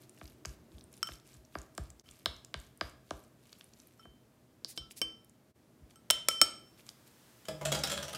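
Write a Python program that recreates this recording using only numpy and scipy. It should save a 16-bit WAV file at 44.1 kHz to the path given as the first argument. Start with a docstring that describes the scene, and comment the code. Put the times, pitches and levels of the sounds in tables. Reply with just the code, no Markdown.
"""Chopsticks stir minced meat in a small glass bowl on a plastic board, heard close by in a quiet kitchen.
The tips excite resonances of the bowl's floor and wall and, through the bowl, of the board and counter.
Small ticks and a wet squelch are filtered bursts, pops and noise; stick on stick is shaped, gritty noise.
At the end loose utensils clatter a little way off: noise bursts that excite light parts and a hollow box.
Sparse decaying echoes place these sounds in the room, over a faint hum and hiss."""
import sys
import numpy as np
from scipy import signal
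from scipy.fft import rfft, irfft
from scipy.io import wavfile
from scipy.ndimage import uniform_filter1d

SR = 44100
rng = np.random.default_rng(int(sys.argv[2]) if len(sys.argv) > 2 else 0)


def waveform_to_disk(signal):
    """Save audio, clipped to [-1, 1], as 16-bit WAV at the path in sys.argv[1]."""
    frames = np.transpose(np.atleast_2d(signal))
    scaled = np.clip(frames, -1, 1) * 32767
    samples = np.round(scaled).astype(np.int16)
    wavfile.write(sys.argv[1], SR, samples)


N = 360297
T = np.arange(N) / SR  # s

# Room tone. Each row: frequency in Hz, relative spectral level in dB.
AIR_SPECTRUM = [(15, -71.5), (25, -26.5), (65, -4.5), (163, -5.5), (245, 0.5), (280, -7), (349, -6),
                (687, -17), (831, -18.5), (979, -20.5), (2900, -31), (14400, -37), (16500, -42.5)]
# Its drift. Each row: time in seconds, low hum in dB, hiss in dB.
AIR_DRIFT = [(0, -70, -72), (.7, -62, -74.5), (1.5, -69.5, -73.5), (3.4, -67, -74.5), (5.399, -67.5, -76),
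             (6.499, -64, -72.5), (7.3, -70, -64.5), (8.17, -64, -67)]
# Faint wavering hums. Each row: frequency in Hz, width in Hz, level at first in dB, level once settled in dB.
HUMS = [(125, 15, -68, -70.5), (306, 25, -68, -78.5), (366, 23, -68, -93), (630, 31, -75.5, -80)]
SETTLE_S = 3.5

# Soft hissy strokes: sticks dragging through the meat, at the end perhaps being laid down.
# Each row: start in seconds, length in seconds, level in dB.
SOFT_STROKES = [(0, 0.072, -65), (.12, 0.31, -68.5), (.455, .12, -62), (.7, .16, -70.5), (.9, 0.18, -68),
                (1.03, 0.19, -59), (1.24, 0.19, -64.5), (1.51, 0.18, -65), (1.74, 0.2, -68.5),
                (2.04, 0.26, -66), (2.27, 0.2, -73), (2.55, 0.19, -67), (2.81, 0.14, -62.5),
                (3.04, 0.29, -68), (3.38, 0.43, -69), (3.72, 0.29, -70.5), (3.97, 0.11, -71.5),
                (5.89, 0.059, -72), (6.77, 0.067, -64), (6.85, 0.09, -61), (7.06, .03, -63)]
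STROKE_PEAK, STROKE_EDGE = .35, 1.32  # place of the peak 0-1, softness of the ends
# Wet meat. Each row: frequency in Hz, relative spectral level in dB.
SQUELCH_SPECTRUM = [(710, -45.5), (1200, -6), (1310, -16), (2400, 0.5), (3250, 1), (5970, 0.5),
                    (14200, -0.5), (16000, -44)]
WET_HISS_DB = -3  # smooth hiss of the wet meat, against the pops
SCUFF_DB = -9.5  # bowl shuffling on the board, against the squelch
# Small bright ticks: sticky meat letting go, and the sharp clicks of some knocks.
# Each row: start in seconds, peak level in dB, pitch in Hz.
SMALL_TICKS = [(0.0386, -51, 4330), (0.0946, -41.5, 8400), (0.176, -51, 2800), (0.2556, -43, 4830),
               (0.2774, -45.5, 4800), (0.4562, -26, 6100), (0.783, -47, 3580), (0.8099, -42, 4140),
               (0.84, -44.5, 8900), (0.928, -47.5, 10300), (0.9393, -47, 5290), (0.9682, -47, 8860),
               (0.981, -48, 9700), (1.1197, -38.5, 3060), (1.1987, -49, 5370), (1.2685, -48, 7500),
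               (1.3414, -46, 7450), (1.4504, -48, 5560), (1.586, -39, 6080), (1.6165, -39, 7050),
               (1.7507, -45, 7400), (1.7779, -29.5, 7300), (1.9027, -41.5, 7100), (1.9966, -41, 5650),
               (2.0889, -41, 2970), (2.1115, -42, 7250), (2.365, -44.5, 5010), (2.4477, -37.5, 6160),
               (2.6, -42.5, 7800), (2.6664, -53, 5870), (2.7746, -46.5, 9600), (3.238, -52, 8000),
               (3.494, -50, 3880), (3.5286, -40, 4190), (3.6101, -40, 3120), (3.6426, -46, 9500),
               (3.7359, -47, 5830), (3.8003, -43.5, 6030), (3.8716, -48, 11900), (5.2464, -49.5, 10700),
               (5.296, -47.5, 7930), (5.909, -51, 4190), (6.8906, -32.5, 5010)]

# Blows on the bowl, passed into the board. Each row: start in seconds, peak of the board in dB,
# of the tip in dB, of the counter thump in dB, tip pitch in Hz, glass floor ring in dB, its pitch in Hz.
BOWL_KNOCKS = [(0.213, -32, -56, -43, 2620, -73, 4870), (0.451, -26.5, -35.5, -36.5, 5070, -64, 4970),
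               (0.719, -61, -52, -44, 3520, -77, 4870), (1.088, -31, -41, -43.5, 5300, -65, 4870),
               (1.348, -50, -60, -49.5, 4940, -68, 4870), (1.553, -21.5, -42, -39.5, 4130, -47, 4830),
               (1.779, -22, -45, -32, 3700, -48, 5100), (2.068, -62, -61, -56, 3300, -66, 4870),
               (2.259, -16.5, -13, -39, 3980, -25.5, 5210), (2.542, -18.5, -22.5, -38, 2840, -46, 4600),
               (2.811, -16, -25, -39.5, 4100, -30, 4840), (3.108, -19.5, -30.5, -42, 4330, -41, 4760),
               (4.054, -40, -67, -51, 3034, -84, 4870), (4.647, -37, -21.5, -69, 4750, -48, 5200),
               (4.776, -32, -26, -44.5, 3370, -37, 4870), (4.91, -60, -38.5, -65, 2840, -49, 4760),
               (5.016, -25.5, -23.5, -52, 2870, -34, 4870), (5.8, -71, -68, -46.5, 2610, -85, 4850),
               (6.103, -19, -9.5, -55, 3300, -39, 5000), (6.285, -26.5, -14, -55, 5410, -50.5, 4870),
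               (6.416, -15, -39, -54.5, 5600, -46, 4870)]
# Resonances of the board. Each row: frequency in Hz, width in Hz, relative level in dB.
BOARD_MODES = [(330, 55, -5.5), (397, 11, -6), (657, 160, -1), (1180, 280, 3), (1578, 92, 3),
               (2220, 270, -5)]
# Resonances of the counter under the board. Each row: frequency in Hz, width in Hz, relative level in dB.
COUNTER_MODES = [(56.4, 19, 14.5), (134, 17, 5.5), (200, 25, -24)]
# The loose bowl drumming on the board. Each row: frequency in Hz, width in Hz, relative level in dB.
ROCKING_MODES = [(213, 35, 3), (320, 13, 8.5), (453, 61, -3)]
LOOSE_S = (4.0, 5.4)  # no hand holds the bowl between these times
ROCK_DB = -10.5  # against the board blow
TILT_DB = 0.34  # board treble gained per octave for each dB that the tip stands out

# Stick on glass wall. Each row: start in seconds, crack peak in dB, crack dullness 0-1, ring levels in dB
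# of the four lowest wall modes, t60 in seconds of the second mode, t60 in seconds of the others before
# each mode's factor. The t60s are set by where hand and meat damp the wall.
WALL_CLINKS = [(1.029, -26, .1, -25.5, -32.5, -22, -33, 0.048, 0.021),
               (1.072, -35, 0.11, -48, -37.5, -52, -68, .1, .12),
               (2.06, -68.5, .5, -70.5, -63, -73.5, -82, 0.14, .2),
               (3.995, -69, 0.55, -53, -66, -56.5, -72, 0.59, 0.089),
               (4.031, -81.5, 0.84, -83, -59, -86, -88, 0.39, 0.22),
               (4.777, -30.5, 1, -69, -37.5, -43.5, -49, 0.16, 0.12),
               (4.819, -80, 0.55, -62.5, -83, -79, -93, .2, .5),
               (5.06, -77, .5, -62.5, -90, -82.5, -96.5, .2, 0.58),
               (5.016, -18.5, 0.88, -51, -27.5, -30.5, -37.5, 0.18, 0.071),
               (5.958, -47, 0.43, -61, -59, -69, -62, .06, 0.16),
               (6.102, -12.5, 0.2, -34, -27.5, -17.5, -33, 0.31, 0.054),
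               (6.108, -7, 0.073, -56, -46, -41, -41, 0.27, 0.059),
               (6.286, -8, 0.27, -27.5, -36, -25, -44.5, 0.26, 0.068),
               (6.312, -35, 1, -50, -33, -43.5, -53, 0.89, 0.62),
               (6.415, -3.5, 0.3, -21.5, -17, -10, -17.5, 0.077, 0.056)]
# Glass wall modes, split in close pairs. Each row: upper frequency in Hz, split in Hz,
# index of the ring level used, offset from that level in dB, factor on t60.
GLASS_MODES = [(1325, 25, 0, 0, 1), (3092, 40, 1, 0, 1), (5398, 45, 2, 0, 1), (8242, 25, 3, 0, .8),
               (11610, 30, 3, -7, .55), (15490, 30, 3, -18, .5)]
# Bamboo struck flat. Each row: frequency in Hz, width in Hz, relative level in dB.
DULL_STICK_MODES = [(600, 83, -4.5), (942, 73, -9.5), (2255, 95, -1), (3470, 550, -28), (5230, 1500, -10)]
# Bamboo struck near the tip. Each row: frequency in Hz, width in Hz, relative level in dB.
BRIGHT_STICK_MODES = [(4400, 900, -3.5), (6500, 420, 5), (7960, 2900, 6), (9500, 540, -8),
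                      (12330, 680, -22), (14400, 670, -21.5)]
FIRM_CRACK_DB, FIRM_TIP_DB = -16, -46  # touches above these stop a ring
LINGER_DB, LINGER_S = -27.5, 0.53  # a weak part of each ring escapes the damping; its t60 before the factor

# One stick wiped on the other. Each row: start in seconds, length in seconds, level in dB.
STICK_WIPES = [(4.665, 0.094, -49.5), (4.753, 0.039, -57), (4.9, 0.04, -52.5), (4.955, 0.063, -49)]
WIPE_PEAK, WIPE_EDGE = 0.39, 3.5  # place of the peak 0-1, softness of the ends
# Wood on wood. Each row: frequency in Hz, relative spectral level in dB.
SCRAPE_SPECTRUM = [(470, -59), (800, 2), (1030, -33.5), (1190, -29), (1810, 1), (3300, 2), (4400, 7),
                   (10300, 9), (16000, -0.5)]

# Utensils bumping. Each row: start in seconds, rattle noise in dB, box peak in dB, t60 of the rattle in seconds.
UTENSIL_BUMPS = [(7.452, -49.5, -58, 0.043), (7.483, -37.5, -30, 0.048), (7.611, -48, -33, 0.06),
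                 (7.651, -32.5, -28, 0.096), (7.718, -30, -26.5, 0.08), (7.747, -33.5, -29.5, 0.085),
                 (7.789, -36, -44, 0.039), (7.835, -29.5, -33.5, 0.06), (7.872, -32, -36.5, 0.04),
                 (7.897, -32.5, -38, .06), (7.914, -33, -34, 0.11), (7.972, -43.5, -33, 0.15),
                 (8.025, -39, -40, 0.098), (8.08, -45.5, -40, 0.12), (8.128, -43.5, -37.5, 0.069),
                 (8.147, -38, -53, 0.053)]
# Rattle noise. Each row: frequency in Hz, relative spectral level in dB.
RATTLE_SPECTRUM = [(470, 3.5), (800, -28), (1280, 9), (2230, 1.5), (3300, 6), (4370, 2), (8120, 2),
                   (15100, -8.5), (16500, -34)]
# The hollow thing they lie in. Each row: frequency in Hz, width in Hz, relative level in dB.
BOX_MODES = [(432, 16, -11), (550, 108, -2.5), (613.4, 16, 3.5), (636.5, 17, 0.5), (808, 21, -4),
             (977, 26, -3), (1195, 25, -8.5), (1310, 51, -38), (1562, 10, 1), (2070, 71, -14)]
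# The furniture under it. Each row: frequency in Hz, width in Hz, relative level in dB.
FURNITURE_MODES = [(74.7, 6.3, -6), (146.1, 2.6, 6), (195, 8.2, -8), (312.6, 8.6, -7.5)]
PARTS_HZ, PARTS_SPREAD = (3280, 6200), (.05, .18)  # typical pitches of two light parts, log spread of each
BOX_SPREAD = .04  # log spread of the box pitches between bumps
THUD_DB = -11  # against the box

# Reverberation. Each row: frequency in Hz, t60 in seconds.
ROOM_DECAY = [(60, 0.46), (300, 0.7), (1000, 0.46), (4000, 0.4), (8000, 0.33), (16000, 0.14)]
# The level dips briefly. Each row: centre in seconds, half length in seconds, depth in dB.
LEVEL_DIPS = [(2.028, 0.015, -23), (5.534, 0.026, -19)]
EDGE_HZ = 15950  # upper band limit


def gain_of(db):
    """Level law: decibels to amplitude gain."""
    return 10 ** (np.asarray(db) / 20)


def evened(x):
    """Normalisation of power: scales to rms 1."""
    return x / np.sqrt(np.mean(x ** 2) + 1e-20)


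def peaked(x, db):
    """Normalisation of amplitude: scales to a peak level in dB."""
    return gain_of(db) * x / abs(x).max()


def read(points, hz):
    """Interpolation by straight lines on a log-frequency axis."""
    f, value = np.transpose(points)
    return np.interp(np.log(hz + 1), np.log(f + 1), value)


def add(mix, s, sound):
    """Superposition: adds a sound into the mix at time s, in place."""
    part = mix[round(s * SR):][:len(sound)]
    part += sound[:len(part)]


def coloured(x, spectrum):
    """Spectral shaping: weights x by a spectrum, then scales to rms 1."""
    weight = gain_of(read(spectrum, np.fft.rfftfreq(len(x), 1 / SR)))
    return evened(irfft(rfft(x) * weight, len(x)))


def resonances(x, modes):
    """Modal superposition: a sum of one-pole resonances, each of peak gain 1 before its level."""
    out = 0
    for hz, width, db in modes:
        pole = np.exp((2j * np.pi * hz - np.pi * width) / SR)
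        out = out + gain_of(db) * 2 * signal.lfilter([1 - abs(pole)], [1, -pole], x).real
    return out


def envelope(strokes, peak, edge):
    """Amplitude modulation: each stroke swells to its peak and dies away."""
    bend = np.log(.5) / np.log(np.clip(peak, .05, .95))  # warps time so the sine crests at the peak
    level = 0
    for s, length, db in strokes:
        progress = np.clip((T - s) / length, 0, 1)
        level = level + gain_of(db) * np.sin(np.pi * progress ** bend).clip(0) ** edge
    return level


def air():
    """Stationary noise split at 1500 Hz into hum and hiss, each drifting alone, with narrow-band hums."""
    s, hum_db, hiss_db = np.transpose(AIR_DRIFT)
    noise = coloured(rng.standard_normal(N), AIR_SPECTRUM)
    low = signal.sosfiltfilt(signal.butter(1, 1500, fs=SR, output="sos"), noise)
    out = evened(low) * gain_of(np.interp(T, s, hum_db))
    out += evened(noise - low) * gain_of(np.interp(T, s, hiss_db))
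    for hz, width, first_db, settled_db in HUMS:
        tone = evened(resonances(rng.standard_normal(N), [(hz, width, 0)]))
        out += gain_of(np.interp(T, [0, SETTLE_S], [first_db, settled_db])) * tone
    return out


def squelch():
    """Random impulse train: dense small pops of wandering pitch follow the soft strokes, with hiss and scuff."""
    size = gain_of(5.0 * np.minimum(rng.exponential(1, N), 4))
    size *= rng.random(N) < 1000 / SR  # about 1000 pops a second
    size *= rng.choice([-1, 1], N)
    kind = rng.integers(0, 8, N)  # each pop takes one of eight pitches
    pops = np.zeros(N)
    for k, hz in enumerate(np.geomspace(2300, 12000, num=8)):
        pops += resonances(size * (kind == k), [(hz, .3 * hz, 0)])
    wet = evened(pops) + gain_of(WET_HISS_DB) * rng.standard_normal(N)
    scuff = gain_of(SCUFF_DB) * evened(resonances(wet, BOARD_MODES))  # the bowl shuffles on the board
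    return (coloured(wet, SQUELCH_SPECTRUM) + scuff) * envelope(SOFT_STROKES, STROKE_PEAK, STROKE_EDGE)


def small_ticks():
    """Impulsive excitation: each tick is a short noise burst through two broad resonances."""
    out, size = np.zeros(N), 400
    for s, db, hz in SMALL_TICKS:
        burst = rng.standard_normal(size) * gain_of(-60 * T[:size] / .009)
        pop = resonances(resonances(burst, [(hz, 3500, 0)]), [(hz, 2500, 0)])
        add(out, s, peaked(pop + .05 * burst, db))
    return out


def swept(x, spread):
    """Dispersion: bending waves carry treble faster, delay = spread * (1/sqrt(Hz) - 1/sqrt(5000))."""
    hz = np.fft.rfftfreq(len(x), 1 / SR)
    phase = -4 * np.pi * spread * (np.sqrt(hz) - hz / np.sqrt(5000) / 2)
    delayed = irfft(rfft(x) * np.exp(1j * phase))
    return delayed * (np.arange(len(x)) < len(x) - 500)  # drops what wraps round to the end


def knocks():
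    """Impact excitation: tip and glass floor click at once; board and counter follow as a falling sweep."""
    out, size = np.zeros(N), 16384
    for s, board_db, tip_db, thump_db, tip_hz, floor_db, floor_hz in BOWL_KNOCKS:
        blow = (0.82 + rng.standard_normal(size)) * gain_of(-60 * T[:size] / 0.0013)
        tilt_db = TILT_DB * np.clip(tip_db - board_db + 8.5, -20, 10)
        # each blow weights the board modes a little differently
        spot = [(hz, width, db + 1.5 * z + tilt_db * np.log2(hz / 900))
                for (hz, width, db), z in zip(BOARD_MODES, rng.standard_normal(len(BOARD_MODES)))]
        if LOOSE_S[0] < s < LOOSE_S[1]:
            add(out, s, peaked(resonances(blow, ROCKING_MODES), board_db + ROCK_DB))
        board = swept(peaked(resonances(blow, spot), board_db), spread=0.1415)
        low_blow = resonances(blow, [(70, 110, 0)])
        thump = swept(peaked(resonances(low_blow, COUNTER_MODES), thump_db), spread=0.24)
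        tip = resonances(blow, [(tip_hz, 1700, 0)])
        tip = resonances(tip, [(tip_hz, 1500, 0), (9300, 1500, -4)])
        floor = resonances(blow, [(floor_hz, 900, 0)])
        floor = resonances(floor, [(floor_hz, 100, 0), (.93 * floor_hz, 250, -9)])  # thick glass damped by meat
        add(out, s, board + thump + peaked(tip, tip_db) + peaked(floor, floor_db))
    return out


def stick_crack(size, dull):
    """Modal excitation of bamboo: a noise burst mixed between flat-struck and tip-struck resonances."""
    blow = rng.standard_normal(size) * gain_of(-60 * T[:size] / 0.011)
    blow = signal.sosfilt(signal.butter(2, 350, "high", fs=SR, output="sos"), blow)
    dull = np.clip(dull, 0, 1)
    flat = peaked(resonances(blow, DULL_STICK_MODES), 0)
    bright = peaked(resonances(blow, BRIGHT_STICK_MODES), 0)
    return dull * flat + (1 - dull) * bright


def clinks():
    """Mode splitting and damping: after the crack, paired wall modes ring until the next firm touch."""
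    cracks, rings, t = np.zeros(N), np.zeros(N), T[:SR // 2]
    firm = [row[0] for row in WALL_CLINKS if row[1] > FIRM_CRACK_DB]
    firm += [row[0] for row in BOWL_KNOCKS if row[2] > FIRM_TIP_DB]
    for s, crack_db, dull, *ring_db, second_t60, other_t60 in WALL_CLINKS:
        end = min([touch for touch in firm if touch > s + .015] + [N / SR])
        add(cracks, s, peaked(stick_crack(len(t), dull), crack_db))
        stop = np.clip((end - s - t) / 0.008, 0, 1)
        for (hz, split_hz, which, db, factor), turn in zip(GLASS_MODES, rng.random(len(GLASS_MODES))):
            which = int(which)
            pair = np.sin(2 * np.pi * hz * t)
            pair += .12 * np.sin(2 * np.pi * ((hz - split_hz) * t + turn))
            t60 = factor * max(second_t60 if which == 1 else other_t60, .02)
            fall = gain_of(-60 * t / t60) + gain_of(LINGER_DB - 60 * t / (factor * LINGER_S))
            swell = np.minimum(t * hz / 0.93, 1)  # builds over about one cycle
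            add(rings, s, gain_of(ring_db[which] + db) * fall * pair * swell * stop)
    return cracks, rings


def scrape():
    """Friction noise: wood grain sliding on wood grain gives a slightly gritty hiss."""
    grit_db = 1.0 * evened(uniform_filter1d(rng.standard_normal(N), 60))
    grit = rng.standard_normal(N) * gain_of(grit_db)
    return coloured(grit, SCRAPE_SPECTRUM) * envelope(STICK_WIPES, WIPE_PEAK, WIPE_EDGE)


def clatter():
    """Coupled resonators: each bump shakes light parts, drums on the box and thuds into the furniture."""
    out, t = np.zeros(N), T[:SR // 2]
    for s, db, box_db, t60 in UTENSIL_BUMPS:
        low_hz, high_hz = PARTS_HZ * np.exp(PARTS_SPREAD * rng.standard_normal(2))
        fall_db = -60 * t / max(t60, .02)
        lumps = gain_of(3.5 * evened(uniform_filter1d(rng.standard_normal(len(t)), 120)))
        shake = rng.standard_normal((3, len(t))) * lumps * np.minimum(t / 0.0029, 1)
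        # every bump meets the box at slightly different pitches and levels
        walls = [(hz * np.exp(BOX_SPREAD * y), width, level + 3 * z)
                 for (hz, width, level), (y, z) in zip(BOX_MODES, rng.standard_normal((len(BOX_MODES), 2)))]
        rattle = coloured(shake[0], RATTLE_SPECTRUM) * gain_of(db + fall_db)
        rattle += gain_of(6.5) * resonances(rattle, [(low_hz, 260, -3), (high_hz, 350, 1.5)])
        drum = peaked(resonances(shake[1] * gain_of(0.7 * fall_db), walls), box_db)
        low_shake = resonances(shake[2] * gain_of(0.63 * fall_db), [(169, 210, 0)])
        thud = peaked(resonances(low_shake, FURNITURE_MODES), box_db + THUD_DB)
        add(out, s, rattle + drum + thud)
    return out


def kitchen(x):
    """Reverberation: sparse echoes of random sign, each band dying at its own speed, in four patterns."""
    out, at = np.zeros(N), np.arange(160, SR - 20, 20)
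    # the echo pattern changes every 0.13 s, so that no single comb colours the sound
    turn = np.floor(T / .13) % 4
    for k in range(4):
        taps = np.zeros(SR)
        taps[at + rng.integers(0, 20, len(at))] = rng.choice([-1., 1.], len(at))
        hz, t, bands = signal.stft(taps, SR, nperseg=512)
        decay = gain_of(-60 * t / read(ROOM_DECAY, hz)[:, None])
        tail = signal.istft(bands * decay, SR, nperseg=512)[1]
        share = np.sqrt(abs(uniform_filter1d((turn == k) * 1., size=2000)))  # crossfade of equal power
        out += signal.fftconvolve(x * share, tail / np.linalg.norm(tail))[:N]
    return out


def scene():
    """Superposition of the direct sounds, their reverberation and the room tone."""
    room_tone = air()
    soft = squelch() + small_ticks() + scrape()
    board = knocks()
    cracks, rings = clinks()
    far = clatter()
    to_room = gain_of(-15.5) * cracks + gain_of(-15) * rings + gain_of(-12.5) * board
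    to_room += gain_of(-15) * soft + gain_of(-4.5) * far
    return (cracks + rings + board + soft + far + kitchen(to_room) + room_tone)[None]


def record(dry):
    """Linear filtering after brief dips in level: a bass cut and an upper band limit."""
    dip_db = sum(db * np.clip(1 - abs(T - s) / half, 0, 1) for s, half, db in LEVEL_DIPS)
    x = signal.sosfilt(signal.butter(4, 45, "high", fs=SR, output="sos"), dry * gain_of(dip_db))
    band_limit = signal.firwin(127, EDGE_HZ, window=("kaiser", 9), fs=SR)
    return signal.oaconvolve(x, band_limit[None], "same")


dry = scene()
out = record(dry)
waveform_to_disk(out)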